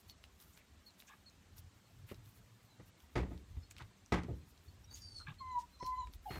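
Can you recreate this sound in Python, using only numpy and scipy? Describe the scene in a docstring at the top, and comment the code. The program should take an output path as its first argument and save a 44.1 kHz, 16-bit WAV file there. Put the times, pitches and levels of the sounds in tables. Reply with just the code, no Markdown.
"""In a wooden aviary, finches husk seed at a clay dish close to the microphone.
Near sounds are bursts and grains of noise through resonances: beak ticks, scuffs, drags, rustling seed.
Thin chirps are arched whistles; two hard knocks and softer thuds ring wood modes and rattling boards.
Late on, farther off, something squeaks: high scraping of tone and noise, before and among squeaks with
clear partials around 1 kHz and lower. Hiss and an uneven low rumble, both shaped noise, lie under it all."""
import sys
import numpy as np
from scipy import signal
from scipy.fft import rfft, irfft
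from scipy.io import wavfile
from scipy.ndimage import uniform_filter1d

SR = 44100
rng = np.random.default_rng(int(sys.argv[2]) if len(sys.argv) > 2 else 0)


def to_wav(sig):
    """Store sig (one row per channel, or 1-D mono) as 16-bit WAV at the path in sys.argv[1].

    Samples outside -1..1 are clipped; the rate is SR.
    """
    pcm = np.clip(np.atleast_2d(sig), -1, 1) * 32767
    pcm = np.round(pcm).astype(np.int16)
    wavfile.write(sys.argv[1], SR, pcm.T)  # frames by channels


def decibels_to_gain(level_db):
    """Convert a level in decibels to a linear amplitude gain (20 dB per decade)."""
    exponent = np.asarray(level_db, float) / 20
    return 10 ** exponent


N = 281799  # length in samples


def evened(x):
    """Scales to rms 1."""
    return x / np.sqrt(np.mean(x ** 2) + 1e-20)


def read(points, hz):
    """Reads a spectrum on a log frequency axis."""
    f, value = np.transpose(points)
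    return np.interp(np.log(hz + 1), np.log(f + 1), value)


def add(mix, s, sound):
    """Mixes a sound in at time s."""
    part = mix[round(s * SR):][:len(sound)]
    part += sound[:len(part)]


def coloured(x, points):
    """Filters x by a spectrum in dB."""
    hz = np.fft.rfftfreq(len(x), 1 / SR)
    return irfft(rfft(x) * decibels_to_gain(read(points, hz)), len(x))


def resonate(x, hz, width):
    """Shifts the pitch or curve hz down to zero, smooths twice and shifts back: a steep resonance."""
    turn = np.exp(2j * np.pi * np.cumsum(hz * np.ones(len(x))) / SR)
    r = np.exp(-np.pi * width / SR)
    smooth = signal.lfilter([(1 - r) ** 2], [1, -2 * r, r * r], x / turn)
    return 2 * (turn * smooth).real


def wobble(n, size):
    """Slow chance of rms 1, smoothed twice over size samples."""
    return evened(uniform_filter1d(uniform_filter1d(rng.standard_normal(n), size), size))


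def columns(rows):
    """Curve rows at sample rate: start, soft edges and a list of curves."""
    s, *rest = np.transpose(rows)
    t = np.arange(s[0], s[-1], 1 / SR)
    edge = np.clip(np.minimum(t - s[0], s[-1] - t) / 0.00087, 0, 1)
    return s[0], edge, [np.interp(t, s, c) for c in rest]


def hiss():
    """Steady background hiss; the level flickers in small random patches of time and frequency."""
    # Tone of the hiss. Each row: frequency in Hz, relative level in dB per Hz.
    hiss_tone = [(88, -20.5), (150, 4), (520, -10.5), (1050, -11), (2760, -15), (4000, -15.5),
                 (4950, -18.5), (7880, -19.5), (8860, -25), (14400, -46), (15600, -49)]
    hz, _, z = signal.stft(rng.standard_normal(N), SR, nperseg=1024)
    patches = uniform_filter1d(rng.standard_normal(z.shape), size=3, axis=0)
    patches = evened(uniform_filter1d(patches, size=2, axis=1))
    z = z * decibels_to_gain(read(hiss_tone, hz)[:, None] + 2.3 * patches)
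    return decibels_to_gain(-69) * evened(signal.istft(z, SR, nperseg=1024)[1][:N])


def rumble():
    """Low noise in lumps: a resonance with a moving centre over a broad part."""
    # Course of the rumble. Each row: time in seconds, level in dB, centre in Hz.
    rumble_course = [(0.0, -65.5, 78), (1.12, -72.5, 71), (1.278, -65, 85.6), (2.81, -65.5, 117),
                     (3.02, -69, 70.5), (3.452, -59.5, 71), (3.9, -70, 102), (4.22, -70, 68),
                     (4.96, -62, 90.4), (5.44, -60.5, 86.4), (5.68, -64, 62.4), (6.39, -57, 49.5)]
    # Broad part under the moving centre. Each row: frequency in Hz, relative level in dB per Hz.
    broad_tone = [(20, -37), (45, -2.5), (130, -23), (450, -35.5), (1000, -62)]
    s, db, centre_hz = np.transpose(rumble_course)
    t = np.arange(N) / SR
    hum = evened(resonate(rng.standard_normal(N), np.interp(t, s, centre_hz), 34.5))
    broad = evened(coloured(rng.standard_normal(N), broad_tone))
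    lumps = decibels_to_gain(np.interp(t, s, db) + 4.88 * wobble(N, size=1500))
    return lumps * (1.17 * hum + 0.46 * broad)


def rustle():
    """Dry seed shifts in the dish: tiny grains of noise in short swells over a faint stirring bed."""
    # Swells of the seed. Each row: centre in seconds, level in dB, length in seconds.
    swells = [(.0, -70, 0.048), (.1, -66, 0.048), (.42, -64.5, 0.066), (.49, -75, 0.12),
              (.58, -72.5, 0.051), (.87, -76, 0.045), (1.0, -66.5, 0.046), (1.09, -78.5, 0.22),
              (1.585, -60, 0.051), (2.1, -66, 0.072), (2.28, -73, 0.091), (2.37, -72.5, 0.056),
              (2.64, -80, .06), (2.88, -72.5, 0.056), (3.02, -77, 0.11), (3.715, -68, 0.028),
              (3.79, -86, 0.033), (4.5, -76, .05), (4.65, -80, 0.043), (4.97, -68, 0.13),
              (5.87, -64, 0.034), (6.145, -66.5, 0.046), (6.35, -65, 0.27)]
    # Tone of the seed. Each row: frequency in Hz, relative level in dB per Hz.
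    seed_tone = [(5000, -6.5), (9000, -5), (11500, -1.5), (14500, 1.5), (15600, -6.5)]
    t = np.arange(N) / SR
    gain = decibels_to_gain(-82.5 + 3 * wobble(N, size=2000))  # the bed
    for s, db, length in swells:
        gain = gain + decibels_to_gain(db) * np.cos(np.pi * np.clip((t - s) / length, -.5, .5))
    grains = rng.standard_normal(N) * decibels_to_gain(1.9 * wobble(N, size=60))
    return gain * evened(coloured(grains, seed_tone))


def chirps():
    """Near-pure whistles with a slight flutter: pitch and level rise to one top, then both sink."""
    # Short calls of the finches. Each row: start in seconds, length in seconds, rms level at the top
    # in dB, top pitch in Hz, depth of the pitch arch in Hz.
    calls = [(0.084, 0.053, -63, 4450, 1090), (0.859, 0.043, -59, 4370, 1300),
             (1.258, 0.04, -59.5, 4364, 1310), (1.838, .045, -77, 4360, 600),
             (2.689, 0.068, -74, 4050, 800), (3.617, .045, -73, 5200, 200),
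             (3.629, 0.031, -67.5, 4350, 300), (4.405, 0.059, -80, 4200, 400),
             (4.677, 0.031, -68.5, 4430, 503), (4.841, 0.014, -62.5, 5650, 300),
             (4.872, .07, -71, 3840, 298), (5.382, 0.048, -61, 4270, 396), (5.72, 0.072, -69.5, 4140, 705),
             (6.292, 0.11, -58.5, 4290, 405)]
    top_at = .36  # share of the call at which pitch and level top
    out = np.zeros(N)
    for s, length, db, top_hz, arch_hz in calls:
        u = np.arange(0, length, 1 / SR) / length - top_at
        hz = top_hz - arch_hz * u ** 2
        swell_db = -10 * (u / top_at) ** 2
        fade_db = -15 * (u / (1 - top_at)) ** 2
        shape_db = np.where(u < 0, swell_db, fade_db)
        pitch_flutter = wobble(SR // 4, size=80)[:len(u)]
        level_flutter = wobble(SR // 4, size=80)[:len(u)]
        turns = np.cumsum(hz * (1 + 0.0011 * pitch_flutter)) / SR
        whistle = decibels_to_gain(db + shape_db + 1.2 * level_flutter) * np.sin(2 * np.pi * turns)
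        add(out, s, np.sqrt(2) * signal.windows.tukey(len(u), .15) * whistle)
    return out


def room(x, t60):
    """Sparse reflections of random sign off the wooden walls, dying by 60 dB in t60 seconds."""
    t = np.arange(SR // 3) / SR
    sparse = rng.choice([-1., 1.], len(t)) * (rng.random(len(t)) < .05)
    taps = sparse * decibels_to_gain(-60 * t / t60) * (t > .003)
    return signal.fftconvolve(x, taps / np.linalg.norm(taps))[:N]


def ticks():
    """Beak ticks: a sharp crack with a brief ring, in a short burst of noise that swells and dies around it."""
    # Beak ticks on seed. Each row: crack in seconds, level in dB, ring in Hz.
    tick_rows = [(0.0978, -41.5, 4360), (0.24, -42, 2820), (0.402, -51, 4000), (0.4244, -50.5, 4320),
                 (0.5752, -44, 2420), (0.906, -55, 4650), (1.002, -42, 3800), (1.023, -49.5, 2830),
                 (1.2987, -52, 5100), (1.582, -46.5, 5640), (2.145, -46.5, 3940), (2.2593, -51.5, 3670),
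                 (2.3745, -57, 4300), (3.0037, -52, 3380), (3.3773, -54.5, 4200), (3.7108, -41, 6900),
                 (3.7123, -43.5, 2430), (3.7662, -45, 2530), (3.7828, -37, 3200), (3.7913, -46, 2200),
                 (3.8224, -43, 2650), (4.0614, -50.5, 5900), (4.235, -42.5, 3130), (4.577, -52.5, 4100),
                 (5.343, -50, 2760), (5.8648, -42.5, 4160), (6.0724, -44.5, 2270), (6.1367, -44.5, 3130)]
    out, t = np.zeros(N), np.arange(-440, 900) / SR
    before, after = np.minimum(t, 0), np.maximum(t, 0)
    for s, db, hz in tick_rows:
        crack = rng.standard_normal(len(t)) * (t >= 0) * decibels_to_gain(-60 * after / .003)
        burst = rng.standard_normal(len(t)) * decibels_to_gain(-20.5 - 60 * after / 0.11 + 60 * before / 0.044)
        ring = np.sin(2 * np.pi * hz * after) * decibels_to_gain(-60 * after / 0.015)
        body = 0.28 * ring + 1.62 * resonate(crack + burst, hz, 4750)
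        top = decibels_to_gain(-33.0) * resonate(crack + burst, 12000, 5900)
        add(out, s + t[0], decibels_to_gain(db) * (body + top))
    return out


def scuffs():
    """Scuffs, and one soft low thud: clumped grains of noise through one resonance, narrow or broad."""
    # Scuffs of feet and seed, and the thud at 133 Hz. Each row: start in seconds, level in dB,
    # length in seconds (0.1 at most is heard), centre in Hz, width in Hz.
    scuff_rows = [(0.52, -72, 0.049, 7140, 2500), (0.574, -71, 0.055, 2220, 900),
                  (1.063, -66.5, 0.041, 6500, 2500), (2.08, -61, 0.049, 2180, 2580),
                  (3.793, -56.5, 0.03, 1240, 1760), (4.943, -60.5, 0.056, 5160, 6150),
                  (5.15, -69, 0.075, 5770, 3120), (5.189, -62, 0.045, 1340, 300),
                  (5.83, -70, 0.12, 5000, 5040), (5.271, -49.5, 0.057, 133.3, 46.7),
                  (5.579, -63.5, 0.055, 5150, 5850), (6.3, -55, 0.072, 1510, 2840)]
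    out = np.zeros(N)
    for s, db, length, hz, width in scuff_rows:
        n = min(round(length * SR), 4410)
        grains = rng.standard_normal(n) * decibels_to_gain(1.2 * wobble(4410, size=50)[:n])
        scuff = evened(resonate(grains, hz, width))
        add(out, s, decibels_to_gain(db) * scuff * signal.windows.tukey(n, .6))
    return out


def drags():
    """A foot drags across the dish: clumped grains through its resonances, the low ones coming last."""
    # Drags. Each row: start at 3500 Hz in seconds, level in dB, length in seconds,
    # lag of the lower resonances in seconds per octave.
    drag_rows = [(1.07, -64, 0.081, 0.01), (5.262, -56, 0.071, 0.0014)]
    # Resonances of the clay dish. Each row: frequency in Hz, width in Hz, relative level in dB.
    dish_parts = [(850, 120, -9), (1154, 190, -0.5), (1655, 120, 0), (2420, 670, -2), (3480, 560, -6.5)]
    out = np.zeros(N)
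    for s, db, length, lag in drag_rows:
        n = round(length * SR)
        swell = np.sin(np.pi * (np.arange(n) / n) ** 0.59)
        for hz, width, part_db in dish_parts:
            grains = rng.standard_normal(n) * decibels_to_gain(5.5 * wobble(4410, size=120)[:n])
            friction = evened(resonate(grains, hz, width))
            add(out, s + lag * np.log2(3500 / hz), decibels_to_gain(db + part_db) * friction * swell)
    return out


def knocks():
    """Each blow rings the wood modes, the low ones swelling slowly; boards rattle, the bass lasting longest."""
    # Blows on the woodwork. Each row: start in seconds, level in dB, hardness in dB (treble of the blow),
    # bass in dB, ringing time as a factor.
    blows = [(2.1146, -34.5, -16, 2, 0.14), (2.797, -48.5, -13.5, 3, 0.33), (3.155, -26, -10.5, -4, 0.91),
             (3.172, -27.5, -23, -5, 0.7), (3.308, -43.5, -19, 0.5, 1), (3.566, -59.5, -4, 33, 0.16),
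             (3.805, -55, 1.5, 15, 0.49), (4.121, -24, -6.5, -4, 0.81), (4.14, -26.5, -20, 3, 0.32),
             (4.234, -41, -19, -22, 0.25), (4.284, -36.5, -26.5, 4, 0.75), (4.804, -64.5, -18, 21, 0.2),
             (4.91, -60.5, -8, 7.5, 1), (5.827, -38.5, -13, 5.5, 0.1), (6.304, -41, -7.5, 6.5, 0.43),
             (6.355, -42.5, -4.5, 5.5, 0.62)]
    # Modes of the wood. Each row: frequency in Hz, relative level in dB, t60 in seconds at factor 1.
    wood_modes = [(58.9, 8, 0.25), (72, 4.5, 0.25), (117, 4, 0.21), (176.3, -8, 0.48), (292, -20, 0.58),
                  (338, -8, 0.21), (358, -3.5, 0.15), (429, -11, 0.17), (693, -3.5, 0.079), (882, -4, 0.19),
                  (1199, -18.5, 0.15), (1254, -3, 0.16), (1675, -12.5, 0.12), (1820, -29, 0.32),
                  (2560, -19, 0.23)]
    # Loose boards rattling after a blow. Each row: frequency in Hz, relative level in dB per Hz.
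    rattle_tone = [(29, -27), (50, 2.5), (107, 3), (204, -3.5), (346, -0.5), (570, -8), (919, -9.5),
                   (1790, -18), (1970, -12), (2690, -21.5), (6820, -33), (15000, -57.5)]
    # Decay of the rattle. Each row: frequency in Hz, t60 in seconds before factor and offset.
    rattle_t60 = [(100, 0.65), (260, 0.4), (700, 0.25), (1840, 0.26), (4850, 0.19)]
    out, t = np.zeros(N), np.arange(SR // 2) / SR
    for s, db, hard_db, bass_db, ringing in blows:
        ring = np.zeros(len(t))
        for f, mode_db, t60 in wood_modes:
            start_db = mode_db + hard_db * (f > 800) * 0.62 + bass_db * (f < 150)
            decay = decibels_to_gain(start_db - 60 * t / (t60 * ringing + 0.0026))
            swell = 1 - np.exp(-t / (1.2 / f + 0.0052))
            ring += decay * swell * np.sin(2 * np.pi * f * t + rng.uniform(-2.03, 1.98))
        hz, u, z = signal.stft(rng.standard_normal(len(t)), SR, nperseg=512)
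        treble_db = (hard_db + 12.5) * np.clip(np.log2(hz / 500 + 1e-9), 0, 1)  # soft blows lack treble
        tone_db = read(rattle_tone, hz) + treble_db + bass_db * (hz < 150)
        die_s = read(rattle_t60, hz) * ringing + 0.035
        z = z * decibels_to_gain(tone_db[:, None] - 60 * u / die_s[:, None])
        rattle = signal.istft(z, SR, nperseg=512)[1][:len(t)]
        rattle = rattle * decibels_to_gain(2.1 * wobble(len(t), size=200) + 2.5 * np.exp(-t / 0.0037))  # dense front
        rattle = (1 - np.exp(-t / 0.0019)) * rattle
        push = np.sin(2 * np.pi * 450 * t) * decibels_to_gain(-60 * t / .012)  # the dull contact itself
        add(out, s, decibels_to_gain(db) * (0.55 * push + 0.65 * ring + decibels_to_gain(9.5) * rattle))
    return out


def scrapes():
    """Stick-slip rubbing that scrapes: a rasping line, its smeared octave and two rough resonances."""
    # One table a scraping squeak. 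Each row: time in seconds, pitch in Hz, level in dB,
    # then the levels of two upper resonances in dB.
    scrape_curves = [
        [(4.9, 4600, -79, -84, -77), (4.912, 4560, -62.5, -85, -76), (4.945, 4700, -66, -87, -62),
         (4.975, 4800, -78, -80, -68), (5.005, 4800, -71, -70, -76), (5.025, 4715, -64, -68, -69),
         (5.075, 4638, -57.5, -76, -78), (5.145, 4464, -61.5, -75, -73), (5.165, 4440, -54, -70, -84),
         (5.21, 4190, -56, -78, -91), (5.255, 4170, -83, -97, -94)],
        [(5.79, 4210, -71, -72, -73), (5.85, 4320, -65, -62, -75), (5.89, 4200, -92, -92, -84)],
    ]
    # Upper resonances. Each row: frequency in Hz, width in Hz, share of the pitch bend that it follows.
    upper_parts = [(5470, 260, .3), (6450, 420, 1)]
    out = np.zeros(N)
    for rows in scrape_curves:
        s, edge, (hz, db, *band_dbs) = columns(rows)
        n = len(hz)
        rasp = decibels_to_gain(3.5 * wobble(n, size=120))  # uneven slips
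        turns = np.cumsum(hz * (1 + 0.0082 * wobble(n, size=40))) / SR
        tone = np.sqrt(2) * np.sin(2 * np.pi * turns)
        fuzz = evened(resonate(rng.standard_normal(n), hz, 600))
        octave = evened(resonate(rng.standard_normal(n), 2 * hz, 1100))
        upper = np.zeros(n)
        for band_db, (f, width, share) in zip(band_dbs, upper_parts):
            centre_hz = f + share * (hz - 4600)  # bend around a middle pitch of 4600 Hz
            upper += decibels_to_gain(band_db) * evened(resonate(rng.standard_normal(n), centre_hz, width))
        line = decibels_to_gain(db) * (tone + 0.22 * fuzz + decibels_to_gain(-15.5) * octave)
        add(out, s, edge * rasp * (line + upper))
    return out


def squeaks():
    """Stick-slip rubbing at a steady slip rate: clean partials, the overtones coming and going."""
    # One table a clear squeak. Each row: time in seconds, pitch in Hz, level in dB,
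    # second partial in dB, higher partials in dB.
    squeak_curves = [
        [(5.397, 1094, -82, -100, -84), (5.409, 1078, -49.5, -74, -78), (5.429, 1035, -50.5, -67, -85),
         (5.507, 1022, -46.5, -65, -79.5), (5.553, 988, -36, -73, -79), (5.577, 961, -37, -70.5, -92),
         (5.585, 973, -33.5, -85, -75), (5.615, 930, -67, -74, -95)],
        [(5.797, 1042, -70, -91, -77), (5.811, 995, -42.5, -68, -89), (5.871, 1024, -41.5, -80, -71.5),
         (5.941, 1012, -39.5, -65, -102), (5.957, 1002, -43.5, -70, -73.5), (5.985, 1031, -43.5, -80, -74),
         (6.023, 993, -39, -68.5, -72.5), (6.053, 954, -82, -93, -80)],
        [(6.254, 834, -72, -91, -98), (6.26, 835, -49, -71, -102), (6.27, 808, -42.5, -82, -77),
         (6.274, 890, -53, -89, -103), (6.278, 782, -44, -79, -74), (6.286, 747, -48.5, -92, -92),
         (6.296, 720, -46.5, -76, -67), (6.305, 740, -74, -71, -81)],
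    ]
    # Higher partials, as multiples of the pitch.
    multiples = (3, 4, 6, 7)
    # Level of each higher partial in dB, on top of the curve for all.
    multiples_db = (-5, 3.5, -7, -5)
    out = np.zeros(N)
    for rows in squeak_curves:
        s, edge, (hz, db, second_db, higher_db) = columns(rows)
        n = len(hz)
        turns = np.cumsum(hz * (1 + 0.0026 * wobble(n, size=200))) / SR
        first = decibels_to_gain(db + 0.13 * wobble(n, size=150)) * np.sin(2 * np.pi * turns)
        second = decibels_to_gain(second_db + 3.1 * wobble(n, size=300)) * np.sin(4 * np.pi * turns)
        higher = np.zeros(n)
        for k, part_db in zip(multiples, multiples_db):
            gain = decibels_to_gain(higher_db + part_db + 5.2 * wobble(n, size=250))
            higher += gain * np.sin(2 * np.pi * k * turns)
        add(out, s, np.sqrt(2) * edge * (first + second + higher))
    return out


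def scene():
    """Ticks, scuffs, drags and chirps are drier than the far squeaks."""
    near = chirps() + ticks() + scuffs() + drags()
    far = scrapes() + squeaks()
    near_echo = decibels_to_gain(-13) * room(near, .1)
    far_echo = decibels_to_gain(-6.5) * room(far, 0.16)
    return (hiss() + rumble() + rustle() + near + near_echo + knocks() + far + far_echo)[None]


def roll_off(x):
    """The treble ends steeply here."""
    return signal.sosfilt(signal.butter(12, 15710, fs=SR, output="sos"), x)


def record(dry):
    """The microphone drops the deepest bass, below 37 Hz."""
    highpass = signal.butter(N=3, Wn=37, btype="high", fs=SR, output="sos")
    thinned = signal.sosfilt(highpass, dry)
    return roll_off(thinned)


dry = scene()
out = record(dry)
to_wav(out)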